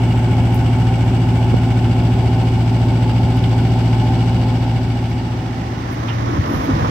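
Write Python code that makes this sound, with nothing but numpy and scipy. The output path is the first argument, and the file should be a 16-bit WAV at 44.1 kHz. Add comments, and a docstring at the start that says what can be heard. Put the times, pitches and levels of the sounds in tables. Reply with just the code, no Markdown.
"""Idling V8 van, then a windy corner

A van idles across a residential street. Eight uneven firings per cycle make a throbbing exhaust drone,
the block whines faintly, and valve taps clatter and set the covers ringing. Fingers tick and bump on a
hand-held camera. The engine fades as the scene changes to an open street corner, where turbulent wind
buffets the microphones, grass rustles and the rush of road noise swells."""
import sys
import numpy as np
from scipy import signal
from scipy.fft import rfft, irfft, next_fast_len
from scipy.io import wavfile

SR = 44100
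rng = np.random.default_rng(int(sys.argv[2]) if len(sys.argv) > 2 else 0)


def pcm_store(signal):
    """Save signal as 16-bit PCM."""
    levels = np.round(np.clip(np.atleast_2d(signal), -1, 1) * 32767)
    wavfile.write(sys.argv[1], SR, levels.astype(np.int16).T)


N = 304290
CYCLE_HZ, START_CYCLE = 14.385, 0.036   # four-stroke cycles of a steady idle
DISSOLVE_START_S, DISSOLVE_S = 4.154, 2.15   # the street gives way to the corner

# The eight firings of a cycle. Each row: strength in dB, lateness in firing intervals.
FIRINGS = [(-3, 0.052), (-5, 0.021), (-1.5, 0.017), (0.3, -0.056), (1, -0.0024), (3, -0.031), (1.5, 0.0089),
           (-0.25, -0.042)]
# Stereo balance of the engine. Each row: frequency in Hz, left minus right in dB.
ENGINE_SIDE = [(100, 0.5), (300, -0.5), (800, -1.5), (1200, 0.5), (2200, 1), (2900, -1), (3900, 0),
               (4700, 7.5), (6000, 18.5), (6800, 25), (8200, 38.5), (9600, 17.5), (11000, 10.5),
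               (15000, 15.5)]


def exhaust(cycle, t, share, waver_db):
    """Periodic gas pulses boom at the firing rate; uneven cylinders add harmonics that beat as a throb."""
    # Deep exhaust harmonics. Each row: multiple of the cycle rate, level in dB.
    lines = [(4, -27), (5, -35), (6, -36), (7, -32), (8, -15), (9, -28), (10, -35), (11, -35), (12, -29),
             (13, -35), (14, -38), (15, -41), (16, -39)]
    boom = engine_lines(cycle, [row for row in lines if row[0] == len(FIRINGS)], scatter=0)
    throb = engine_lines(cycle, [row for row in lines if row[0] != len(FIRINGS)], scatter=0.16)
    # The boom fades first, then swells once more before it is gone.
    boom_gain = np.hypot(share ** 1.01, bell(t, peak_s=6.15, length_s=0.41, db=-8))
    return (boom_gain * boom + share ** 0.8 * throb) * from_db(waver_db * drift(5.9))


def growl(cycle, waver_db, puff_depth):
    """The tail pipe resonates a little after the throb, with a puff of turbulence at every firing."""
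    # Harmonics ringing in the pipe. Each row: multiple of the cycle rate, level in dB.
    pipe = [(17, -27.5), (18, -30), (20, -37), (22, -47), (23, -46), (24, -37), (26, -38), (27, -37.5)]
    # Exhaust turbulence. Each row: frequency in Hz, spectral level in dB.
    rumble = [(20, -71), (40, -69), (55, -63.5), (80, -39.5), (115, -50.5), (160, -45.5), (260, -51),
              (370, -54), (460, -63), (600, -61), (800, -55.5), (920, -63.5), (1100, -67), (1500, -100.5)]
    ringing = engine_lines(cycle, pipe, scatter=0.34, lag_cycles=0.22) * from_db(waver_db * drift(17))
    puffs = 1 + puff_depth * np.cos(2 * np.pi * len(FIRINGS) * cycle)
    return ringing + air_noise(rumble, ENGINE_SIDE, puffs)


def whine(cycle, waver_db, slip_cycles, groups=4):
    """Forced vibration of the block: groups of high harmonics waver apart in level and phase."""
    # Harmonics of the block and its drives. 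Each row: multiple of the cycle rate, level in dB.
    lines = [(36, -44), (42, -47), (45, -50), (48, -47), (50, -50), (52, -45), (54, -38), (57, -48),
             (59, -46), (60, -40), (61, -45), (64, -46), (72, -52)]
    out = np.zeros((2, N))
    for k in range(groups):
        tones = engine_lines(cycle + slip_cycles * drift(2), lines[k::groups], scatter=2.1)
        out += tones * from_db(waver_db * drift(6.6))
    return out


def engine_lines(cycle, lines, scatter, lag_cycles=0):
    """Fourier series of a cycle: the firings set each phase; pipe and street scatter it (in radians)."""
    strength_db, lateness = np.transpose(FIRINGS)
    fired = (np.arange(len(FIRINGS)) + lateness) / len(FIRINGS)
    place = np.linspace(0, 1, 4096)
    wave = np.zeros((2, len(place)))
    for multiple, db in lines:
        phase = np.angle(np.sum(from_db(strength_db) * np.exp(-2j * np.pi * multiple * fired)))
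        phase += scatter * rng.standard_normal()
        line = np.sqrt(2) * from_db(db) * np.cos(2 * np.pi * multiple * (place - lag_cycles) + phase)
        wave += pan(at_hz(ENGINE_SIDE, multiple * CYCLE_HZ)) * line
    return np.array([np.interp(cycle % 1, place, channel) for channel in wave])


def clatter(cycle, share, ring_db, ring_lag_cycles):
    """Valve impacts rattle over the gas hiss and excite the covers' modes, which fade out later."""
    # Valve gear and gas hiss. Each row: frequency in Hz, spectral level in dB.
    gas = [(700, -102), (1150, -72.5), (1400, -66.5), (1900, -71.5), (2550, -70), (3300, -71.5),
           (3800, -76), (5100, -76.5), (6100, -82.5), (6750, -88), (7900, -81), (8600, -87.5), (9600, -101),
           (11000, -98), (15500, -96)]
    # Modes of the block, valve covers and manifold.
    # Each row: frequency in Hz, bandwidth in Hz, relative level in dB, left minus right in dB.
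    modes = [(852, 38, -42, -2), (1333, 30, -51.5, 10), (1475, 30, -49, 5), (2241, 89, -45.5, 0),
             (2780, 82, -53.5, 2.5), (2876, 75, -46.5, -6), (3300, 190, -54.5, 3), (4613, 65, -53.5, 13),
             (7670, 150, -63.5, 30)]
    taps = valve_taps(cycle, rise_s=0.0036, t60_s=0.044, uneven_db=0.5)
    out = share ** 0.9 * air_noise(gas, ENGINE_SIDE, taps)
    answer = np.interp(cycle - ring_lag_cycles, cycle, taps)
    rattle = answer ** 1.9 * rng.standard_normal(N)   # the metal answers the taps more than the hiss
    for hz, width_hz, db, side_db in modes:
        ring = signal.lfilter(*signal.iirpeak(hz, hz / width_hz, fs=SR), rattle)
        ring = signal.lfilter(*signal.iirpeak(hz, 2, fs=SR), ring)   # darkens the valleys between modes
        out += share ** 0.57 * pan(side_db) * from_db(db + ring_db) * ring / ring.std()
    return out


def valve_taps(cycle, rise_s, t60_s, uneven_db):
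    """Envelope of the taps, bunched in half of each cycle: incoherent bursts add in power."""
    # Valve impacts. Each row: place in firing intervals, level over the steady hiss in dB.
    taps = [(2.3, 2.5), (3.2, -3), (4.15, 8), (5.15, 4), (6.15, 6.5)]
    power = np.ones(N)
    for place, db in taps:
        count, part = np.divmod(cycle + 1 - place / len(FIRINGS), 1)
        age = part / CYCLE_HZ
        chance = rng.standard_normal(256)[count.astype(int)]
        attack = np.minimum(age / rise_s, 1)   # echoes under the body soften it
        power += attack * from_db(db + uneven_db * chance - 60 * age / t60_s) ** 2
    return np.sqrt(power / power.mean())


def facing(sound, band_hz):
    """Directivity: a band of the treble comes forward as the camera turns."""
    # The turn. Each row: time in seconds, gain outside the band in dB, gain inside it in dB.
    turn = [(0, 1, -3), (2.9, -.5, -0.6), (4.3, 0.3, 1.1)]
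    times, *gains_db = np.transpose(turn)
    outside, inside = [from_db(np.interp(np.arange(N) / SR, times, db)) for db in gains_db]
    bright = signal.sosfiltfilt(signal.butter(2, band_hz, "band", fs=SR, output="sos"), sound)
    return outside * (sound - bright) + inside * bright


def wind(t, flutter, buffet):
    """Turbulent pressure on the microphone ports: gusts add in power to a rising breeze."""
    # Deep buffeting and higher flutter. Each row: frequency in Hz, spectral level in dB.
    buffet_spectrum = [(20, -69), (40, -71), (62, -44), (110, -42), (170, -49.5), (300, -58.5),
                       (600, -112.5)]
    flutter_spectrum = [(100, -71), (200, -52.5), (270, -43.5), (330, -46.5), (450, -65), (800, -77),
                        (1600, -112.5)]
    thumps = air_noise(buffet_spectrum, drive=np.hypot(buffet, corner_swell(t, db=-2, db_per_s=6)))
    flapping = np.hypot(flutter, corner_swell(t, db=-4.5, db_per_s=6)) * from_db(drift(25))
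    return thumps + air_noise(flutter_spectrum, drive=flapping)


def gusts(t, buffet_lag_s):
    """Envelopes of passing eddies: each flutters first and thumps after."""
    # Gusts. Each row: peak time in seconds, length in seconds, flutter in dB, buffet in dB.
    eddies = [(5.908, 0.046, -4, -12), (6.193, .1, -11, -0.5), (6.296, .05, 0.5, -7), (6.361, .05, 0, 5.5),
              (6.533, .05, 2.5, 3.5), (6.696, .045, 2.5, 6), (6.791, .035, -3.5, 6.5)]
    flutter = sum(bell(t, s, length_s, db) for s, length_s, db, _ in eddies)
    buffet = sum(bell(t, s + buffet_lag_s, length_s, db) for s, length_s, _, db in eddies)
    return flutter, buffet


def road(t, flutter):
    """Broadband road noise, lifted by gusts; the roar reaches the right microphone first, the hiss the left."""
    # Roar and hiss of the road. Each row: frequency in Hz, spectral level in dB.
    roar_spectrum = [(200, -103), (450, -55.5), (700, -57), (1000, -54), (1300, -59), (2000, -77),
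                     (3000, -76.5), (6000, -105)]
    hiss_spectrum = [(700, -97), (1300, -72.5), (1850, -63), (2600, -71), (3500, -74.5), (4500, -77),
                     (5700, -75.5), (6500, -80), (7300, -92), (8500, -92), (9600, -99), (11500, -92.5),
                     (15000, -99)]
    # Stereo balance of the road. Each row: frequency in Hz, left minus right in dB.
    side = [(500, -1.5), (1000, -3.5), (2000, -5.5), (3500, -8.5), (5700, -14), (7000, -5), (8300, 23),
            (9600, -4), (12000, -9), (15000, -1)]
    rush = np.hypot(corner_swell(t, db=-1.5, db_per_s=8), from_db(-4) * flutter)
    rush *= from_db(1.2 * drift(23))
    roar = air_noise(roar_spectrum, side, rush, coherence=0.74, left_lag_s=0.00052)
    flicker = corner_swell(t, db=-1, db_per_s=3.5) * from_db(0.96 * drift(90))
    return roar + air_noise(hiss_spectrum, side, flicker, coherence=0.38, left_lag_s=-0.000557)


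def ticks_and_rustles():
    """Band-passed noise bursts: ticks and scuffs on the camera, a high rustle of grass at the corner."""
    # Ticks, scuffs and rustles. Each row: start in seconds, centre in Hz, bandwidth in Hz, level in dB,
    # rise in seconds, 60 dB decay time in seconds, left minus right in dB.
    bursts = [(0.5448, 12000, 7500, -26.5, .0004, 0.0053, 17), (.548, 12000, 5000, -44, .006, 0.13, 12),
              (3.368, 11000, 4500, -40, .0006, .008, 8), (3.437, 3000, 850, -23.5, 0.0023, 0.026, -22),
              (5.018, 12000, 2500, -55, .002, .03, -4), (5.098, 11800, 1500, -55, .004, .06, -4),
              (5.9, 12000, 6000, -51, .03, .15, -9), (6.079, 2780, 810, -27.5, 0.0066, 0.19, -20),
              (6.082, 960, 400, -25.5, 0.0087, 0.033, -14), (6.44, 12000, 2200, -49, .11, .45, -13),
              (6.62, 13000, 5040, -47, .03, .12, -11)]
    out = np.zeros((2, N))
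    for start_s, hz, width_hz, db, rise_s, t60_s, side_db in bursts:
        start = int(start_s * SR)
        age = np.arange(min(SR // 2, N - start)) / SR
        band = signal.butter(2, [hz - width_hz / 2, hz + width_hz / 2], "band", fs=SR, output="sos")
        burst = signal.sosfilt(band, rng.standard_normal(len(age)))
        envelope = np.minimum(age / rise_s, 1) * from_db(-60 * np.maximum(age - rise_s, 0) / t60_s)
        out[:, start:start + len(age)] += pan(side_db) * from_db(db) * envelope * burst / burst.std()
    return out


def finger_bump(t, start_s, db, start_hz, end_hz, sink_s, peak_s, side_db):
    """A knock on one microphone: a damped oscillation that slows as the finger settles."""
    age = np.maximum(t - start_s, 0)
    hz = end_hz + (start_hz - end_hz) * np.exp(-age / sink_s)
    swing = np.sin(2 * np.pi * np.cumsum(hz * (age > 0)) / SR)
    envelope = age / peak_s * np.exp(1 - age / peak_s)
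    return pan(side_db) * from_db(db) * envelope * swing


def air_noise(spectrum, side=None, drive=1, coherence=None, left_lag_s=0):
    """Partly coherent stereo noise, shaped in time by `drive`, then coloured by `spectrum`."""
    # By default the channels are alike in the bass only. Each row: frequency in Hz, coherence (0 to 1).
    likeness = [(60, 0.88), (160, 0.96), (270, 0.86), (450, 0.66), (740, 0.83), (1200, 0.067), (2000, 0),
                (3300, 0), (15000, 0)]
    size = next_fast_len(N)
    hz = np.arange(size // 2 + 1) * SR / size
    common, apart = rfft(rng.standard_normal((2, N)) * drive, size)
    if coherence is None:
        coherence = at_hz(likeness, hz)
    both = np.sqrt(1 + coherence) * common + np.sqrt(1 - coherence) * apart * [[1], [-1]]
    both[0] *= np.exp(-2j * np.pi * hz * left_lag_s)
    gain = from_db(at_hz(spectrum, hz)) * pan(0 if side is None else at_hz(side, hz))
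    return irfft(both * gain * np.sqrt(SR) / 2, size)[:, :N]


def corner_share(t):
    """Linear crossfade from the street (0) to the corner (1)."""
    return np.clip((t - DISSOLVE_START_S) / DISSOLVE_S, 0, 1)


def corner_swell(t, db, db_per_s):
    """A fade-in times an exponential rise; the gain reaches `db` as the dissolve ends."""
    return corner_share(t) ** 0.68 * from_db(db + db_per_s * (t - DISSOLVE_START_S - DISSOLVE_S))


def bell(t, peak_s, length_s, db):
    """A Gaussian swell."""
    return from_db(db) * np.exp(-2 * ((t - peak_s) / length_s) ** 2)


def drift(rate_hz):
    """Low-passed noise of unit spread: a smooth random wander."""
    step, settle = 40, 2000
    pole = np.exp(-2 * np.pi * rate_hz * step / SR)
    noise = rng.standard_normal(N // step + settle + 2)
    slow = signal.lfilter([1], [1, -2 * pole, pole * pole], noise)[settle:]
    return np.interp(np.arange(N) / step, np.arange(len(slow)), slow / slow.std())


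def pan(side_db):
    """Constant-power left and right gains for a level difference."""
    gains = from_db(np.array([[1], [-1]]) * side_db / 2)
    return gains / np.sqrt(np.mean(gains ** 2, axis=0))


def at_hz(points, hz):
    """Interpolation on a log-frequency axis."""
    frequencies, values = np.transpose(points)
    return np.interp(np.log(hz + 1), np.log(frequencies), values)


def from_db(db):
    """Decibels to amplitude ratio."""
    return 10 ** (np.asarray(db) / 20)


def scene():
    """Superposition: one crankshaft times all the engine's sounds; the corner takes over at the end."""
    t = np.arange(N) / SR
    cycle = START_CYCLE + CYCLE_HZ * t
    street_share = 1 - corner_share(t)   # the lower its exponent, the longer a sound lingers
    engine = exhaust(cycle, t, street_share, waver_db=0.04)
    pipe = growl(cycle, waver_db=1.24, puff_depth=0.18)
    block = whine(cycle, waver_db=2.73, slip_cycles=0.0014)
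    engine += street_share ** 0.69 * (pipe + block)
    valves = clatter(cycle, street_share, ring_db=1, ring_lag_cycles=0.035)
    engine += facing(valves, band_hz=(3400, 5800))
    flutter, buffet = gusts(t, buffet_lag_s=0.038)
    corner = wind(t, flutter, buffet) + road(t, flutter)
    knock = finger_bump(t, start_s=1.5412, db=-3, start_hz=825, end_hz=110,
                        sink_s=0.0012, peak_s=0.0016, side_db=-31)
    return engine + corner + ticks_and_rustles() + knock


def record(dry):
    """Band limiting: a steep elliptic low-pass removes the highest treble."""
    cutoff_hz = 15700
    return signal.sosfilt(signal.ellip(14, 0.1, 90, cutoff_hz, fs=SR, output="sos"), dry)


dry = scene()
out = record(dry)
pcm_store(out)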